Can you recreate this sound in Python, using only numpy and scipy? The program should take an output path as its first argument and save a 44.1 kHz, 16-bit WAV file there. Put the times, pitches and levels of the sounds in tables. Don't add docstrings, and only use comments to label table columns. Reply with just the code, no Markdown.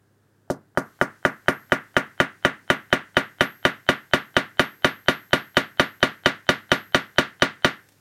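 import sys
import numpy as np
from scipy import signal
from scipy.fft import rfft, irfft
from scipy.io import wavfile
from scipy.ndimage import uniform_filter1d, minimum_filter1d

SR = 44100
rng = np.random.default_rng(int(sys.argv[2]) if len(sys.argv) > 2 else 0)


def log_audio(samples):
    frames = np.atleast_2d(samples).T
    limited = np.clip(frames, -1, 1)
    pcm = np.round(limited * 32767).astype(np.int16)
    wavfile.write(sys.argv[1], SR, pcm)


N = 352912

# t/s, steel ring level/dB
TAP_TIMES = [(0.5004, -29), (0.7734, -12.5), (1.0131, -24), (1.2507, -11), (1.4829, -3), (1.7204, -13.5),
             (1.966, -14), (2.201, -25), (2.4491, -22), (2.701, -9), (2.9272, -19), (3.1683, -8.5),
             (3.4081, 1.5), (3.6512, -7.5), (3.889, -6.5), (4.135, -5), (4.366, -9), (4.5946, 0.5),
             (4.8453, 0), (5.0836, 0.5), (5.3315, -0.5), (5.5689, -4.5), (5.7962, -1.5), (6.0283, -6.5),
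             (6.2591, -12.5), (6.4904, -6.5), (6.7166, 0), (6.9458, -6), (7.1835, -13), (7.4212, -19.5),
             (7.6458, -8)]
# f/Hz, level/dB, T60/s
BLOCK_MODES = [(710, -3, 0.014), (1491, 2, 0.011), (2040, 0.5, 0.006), (3077, -0.5, 0.0082),
               (3750, -0.5, 0.0063), (4320, -9.5, 0.008)]
# f/Hz, level/dB, T60/s
BENCH_MODES = [(137.4, -35.5, 0.24), (171, -28, 0.1), (236.8, -19.5, 0.095), (273, -16.5, 0.12),
               (331, -40.5, 0.095), (364.7, -13, 0.064), (402, -17.5, 0.035), (524.5, -14.5, 0.058),
               (606.2, -22.5, 0.12), (729.7, -16, 0.058), (860, -30, 0.045), (1131, -29, 0.19),
               (1190, -14.5, 0.054), (1300, -41, 0.067), (1420, -21, 0.13), (1606, -32.5, 0.26),
               (1510, -36, 0.113), (1713, -11, 0.047), (1726, -23, 0.094), (1850, -39.5, 0.089),
               (1938, -23, 0.11), (2027, -28, 0.14), (2050, -30, 0.047), (2320, -28.5, 0.13),
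               (2490, -19, 0.038), (2782, -28.5, 0.051), (2931, -20, 0.073), (3660, -23.5, 0.09),
               (4550, -16, 0.019), (5884, -12, 0.018)]
# f/Hz, level/dB, T60/s
THUMP_MODES = [(392, 3, 0.004), (517, -5.5, 0.014), (1354, -37.5, 0.033)]
# f/Hz, level/dB, T60/s
STEEL_MODES = [(11203, -38.5, .13), (12547, -49, 1.1)]
STEEL_SHARES = (.7, 1)
# t ahead/s, level/dB
EARLY_TICKS = [(.023, -41), (.011, -43)]
# f/Hz, level/dB
ROOM_SPECTRUM = [(30, -55.5), (70, -24.5), (150, -10.5), (300, -9.5), (650, -10.5), (900, -12.5),
                 (1500, -9), (2000, -9.5), (2400, -17.5), (3100, -14), (4000, -16.5), (5200, -23),
                 (8000, -21), (16000, -25.5)]
# f/Hz, T60/s
ROOM_DECAY = [(80, 0.31), (250, 0.25), (600, 0.19), (1700, 0.31), (3500, 0.22), (6500, 0.19),
              (14000, 0.092)]
# f/Hz, level/dB
RATTLE_SPECTRUM = [(500, -18.5), (2500, -11), (6000, 0), (7500, -7.5), (9400, -5), (10300, -14.5),
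                   (12500, -11), (15500, -18.5)]
# t/s, level/dB
LIFT_TICKS = [(7.888, -50), (7.921, -55.5)]
# f/Hz, level/dB
FLOOR_SPECTRUM = [(20, -14), (45, -13), (80, -12), (110, -6), (190, -7), (360, -8), (700, -19), (1100, -22),
                  (1650, -18), (2300, -31), (8000, -34), (15000, -37)]
# f/Hz, level/dB
HISS_SPECTRUM = [(100, 3), (400, 0), (1000, -4), (1800, -4), (3500, -6), (6500, -6), (10000, -9),
                 (15500, -13)]
# f/Hz, rms level/dB
HUM_TONES = [(102, -67.5), (134.6, -76)]

SOFT_HZ, HARD_HZ, HARDENING_TAPS = 750, 6550, 40.2
FORCE_DB, FORCE_DB_PER_OCTAVE, FORCE_SCATTER_DB = -2.08, 1.28, 0.11
RATTLE_DB, RATTLE_DB_PER_OCTAVE, RATTLE_SCATTER_DB = -36, 2.5, 0.27
FLOOR_DB, HISS_DB, HISS_START_S, HISS_RISE_S = -64.5, -64.5, 0.74, 0.12
EDGE_HZ = 16050


def hammering(room_db=-1, drift=0.42, thump_delay_s=0.003338):
    t = np.arange(SR // 2) / SR
    out = np.zeros(N)
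    crack, walls, swell = ring(BLOCK_MODES, t), room_tail(t), lead_in(t)
    body = crack + ring(BENCH_MODES, t)
    add(body, thump_delay_s, ring(THUMP_MODES, t))
    for taps_done, (s, _) in enumerate(TAP_TIMES):
        corner_hz = contact_hz(taps_done)
        octaves = np.log2(corner_hz / SOFT_HZ)
        hand, luck = rng.standard_normal(2)
        force_db = FORCE_DB + FORCE_DB_PER_OCTAVE * octaves + FORCE_SCATTER_DB * hand
        rattle_db = RATTLE_DB + RATTLE_DB_PER_OCTAVE * octaves + RATTLE_SCATTER_DB * luck
        room = (walls + drift * room_tail(t)) / np.hypot(1, drift)
        add(out, s, amp(force_db) * contact(body + amp(room_db) * room, corner_hz))
        add(out, s, amp(rattle_db) * rattle(t))
        add(out, s - len(swell) / SR, amp(force_db) * contact(swell, corner_hz))
        for ahead_s, tick_db in EARLY_TICKS:
            add(out, s - ahead_s, amp(force_db + tick_db) * contact(crack, corner_hz))
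    return out


def contact_hz(taps_done):
    hardness = 1 - np.exp(-taps_done / HARDENING_TAPS)
    return np.sqrt(SOFT_HZ ** 2 + hardness * (HARD_HZ ** 2 - SOFT_HZ ** 2))


def contact(x, corner_hz):
    b, a = signal.butter(3, min(corner_hz, SR / 3), fs=SR)
    return signal.lfilter(b, a, x)


def ring(modes, t):
    out = 0
    for k, (hz, db, t60) in enumerate(modes):
        out = out + (-1) ** k * amp(db - 60 * t / t60) * np.sin(2 * np.pi * hz * t)
    return out


def lead_in(t, hz=3070, db=-33, t60=0.046):
    return ring([(hz, db, t60)], t[t < 0.03])[::-1]


def rattle(t, start_s=0.0014, t60=0.11, size_db=0.5, clicks_per_s=5000, first_db=-6):
    clicks = rng.standard_normal(len(t)) * (rng.random(len(t)) < clicks_per_s / SR)
    clicks = clicks * amp(size_db * np.minimum(rng.exponential(1, len(t)), 3))
    level_db = first_db * (t < start_s) - 60 * t / t60
    return evened(coloured(clicks, RATTLE_SPECTRUM)) * amp(level_db)


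def room_tail(t, rise_s=0.0023):
    noise = coloured(rng.standard_normal(len(t)), ROOM_SPECTRUM)
    hz, at, bands = signal.stft(noise, SR, nperseg=256)
    decay = amp(-60 * at / read(ROOM_DECAY, hz)[:, None])
    tail = signal.istft(bands * decay, SR, nperseg=256)[1][:len(t)]
    return tail * (1 - np.exp(-(t / rise_s) ** 2))


def steel(rise_s=0.0017):
    out = np.zeros(N)
    ends = [row[0] for row in TAP_TIMES[1:]] + [N / SR]
    for (s, ring_db), end in zip(TAP_TIMES, ends):
        t = np.arange(0, end - s + rise_s, 1 / SR)
        held = np.minimum(np.minimum(t, t[-1] - t) / rise_s, 1)
        tone = sum(amp(share * ring_db) * ring([mode], t) for share, mode in zip(STEEL_SHARES, STEEL_MODES))
        add(out, s, held * tone)
    return out


def lifting(t60=0.042):
    t = np.arange(SR // 10) / SR
    out = np.zeros(N)
    for s, db in LIFT_TICKS:
        noise = evened(coloured(rng.standard_normal(len(t)), HISS_SPECTRUM))
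        add(out, s, amp(db - 60 * t / t60) * noise)
    return out


def background():
    t = np.arange(N) / SR
    floor = evened(coloured(rng.standard_normal(N), FLOOR_SPECTRUM))
    hiss = evened(coloured(rng.standard_normal(N), HISS_SPECTRUM))
    hum = sum(np.sqrt(2) * amp(db) * np.sin(2 * np.pi * (hz * t + rng.random())) for hz, db in HUM_TONES)
    hiss_fade = np.clip((t - HISS_START_S) / HISS_RISE_S, 0, 1)
    return amp(FLOOR_DB) * floor + hum + amp(HISS_DB) * hiss_fade * hiss


def amp(db):
    return 10 ** (np.asarray(db) / 20)


def evened(x):
    return x / np.sqrt(np.mean(x ** 2) + 1e-20)


def read(points, hz):
    f, value = np.transpose(points)
    return np.interp(np.log(hz + 1), np.log(f + 1), value)


def coloured(x, spectrum):
    hz = np.fft.rfftfreq(len(x), 1 / SR)
    return irfft(rfft(x) * amp(read(spectrum, hz)), len(x))


def add(mix, s, sound):
    part = mix[max(round(s * SR), 0):][:len(sound)]
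    part += sound[:len(part)]


def scene():
    return (hammering() + steel() + lifting() + background())[None]


def record(dry, low_hz=60):
    b, a = signal.butter(2, low_hz, "highpass", fs=SR)
    x = signal.lfilter(b, a, dry)
    gain = minimum_filter1d(1 / np.maximum(abs(x), 1), size=45)
    gain = uniform_filter1d(gain, size=45)
    lowpass = signal.firwin(511, EDGE_HZ, window=("kaiser", 9), fs=SR)
    return signal.oaconvolve(x * gain, lowpass[None], "same")


dry = scene()
out = record(dry)
log_audio(out)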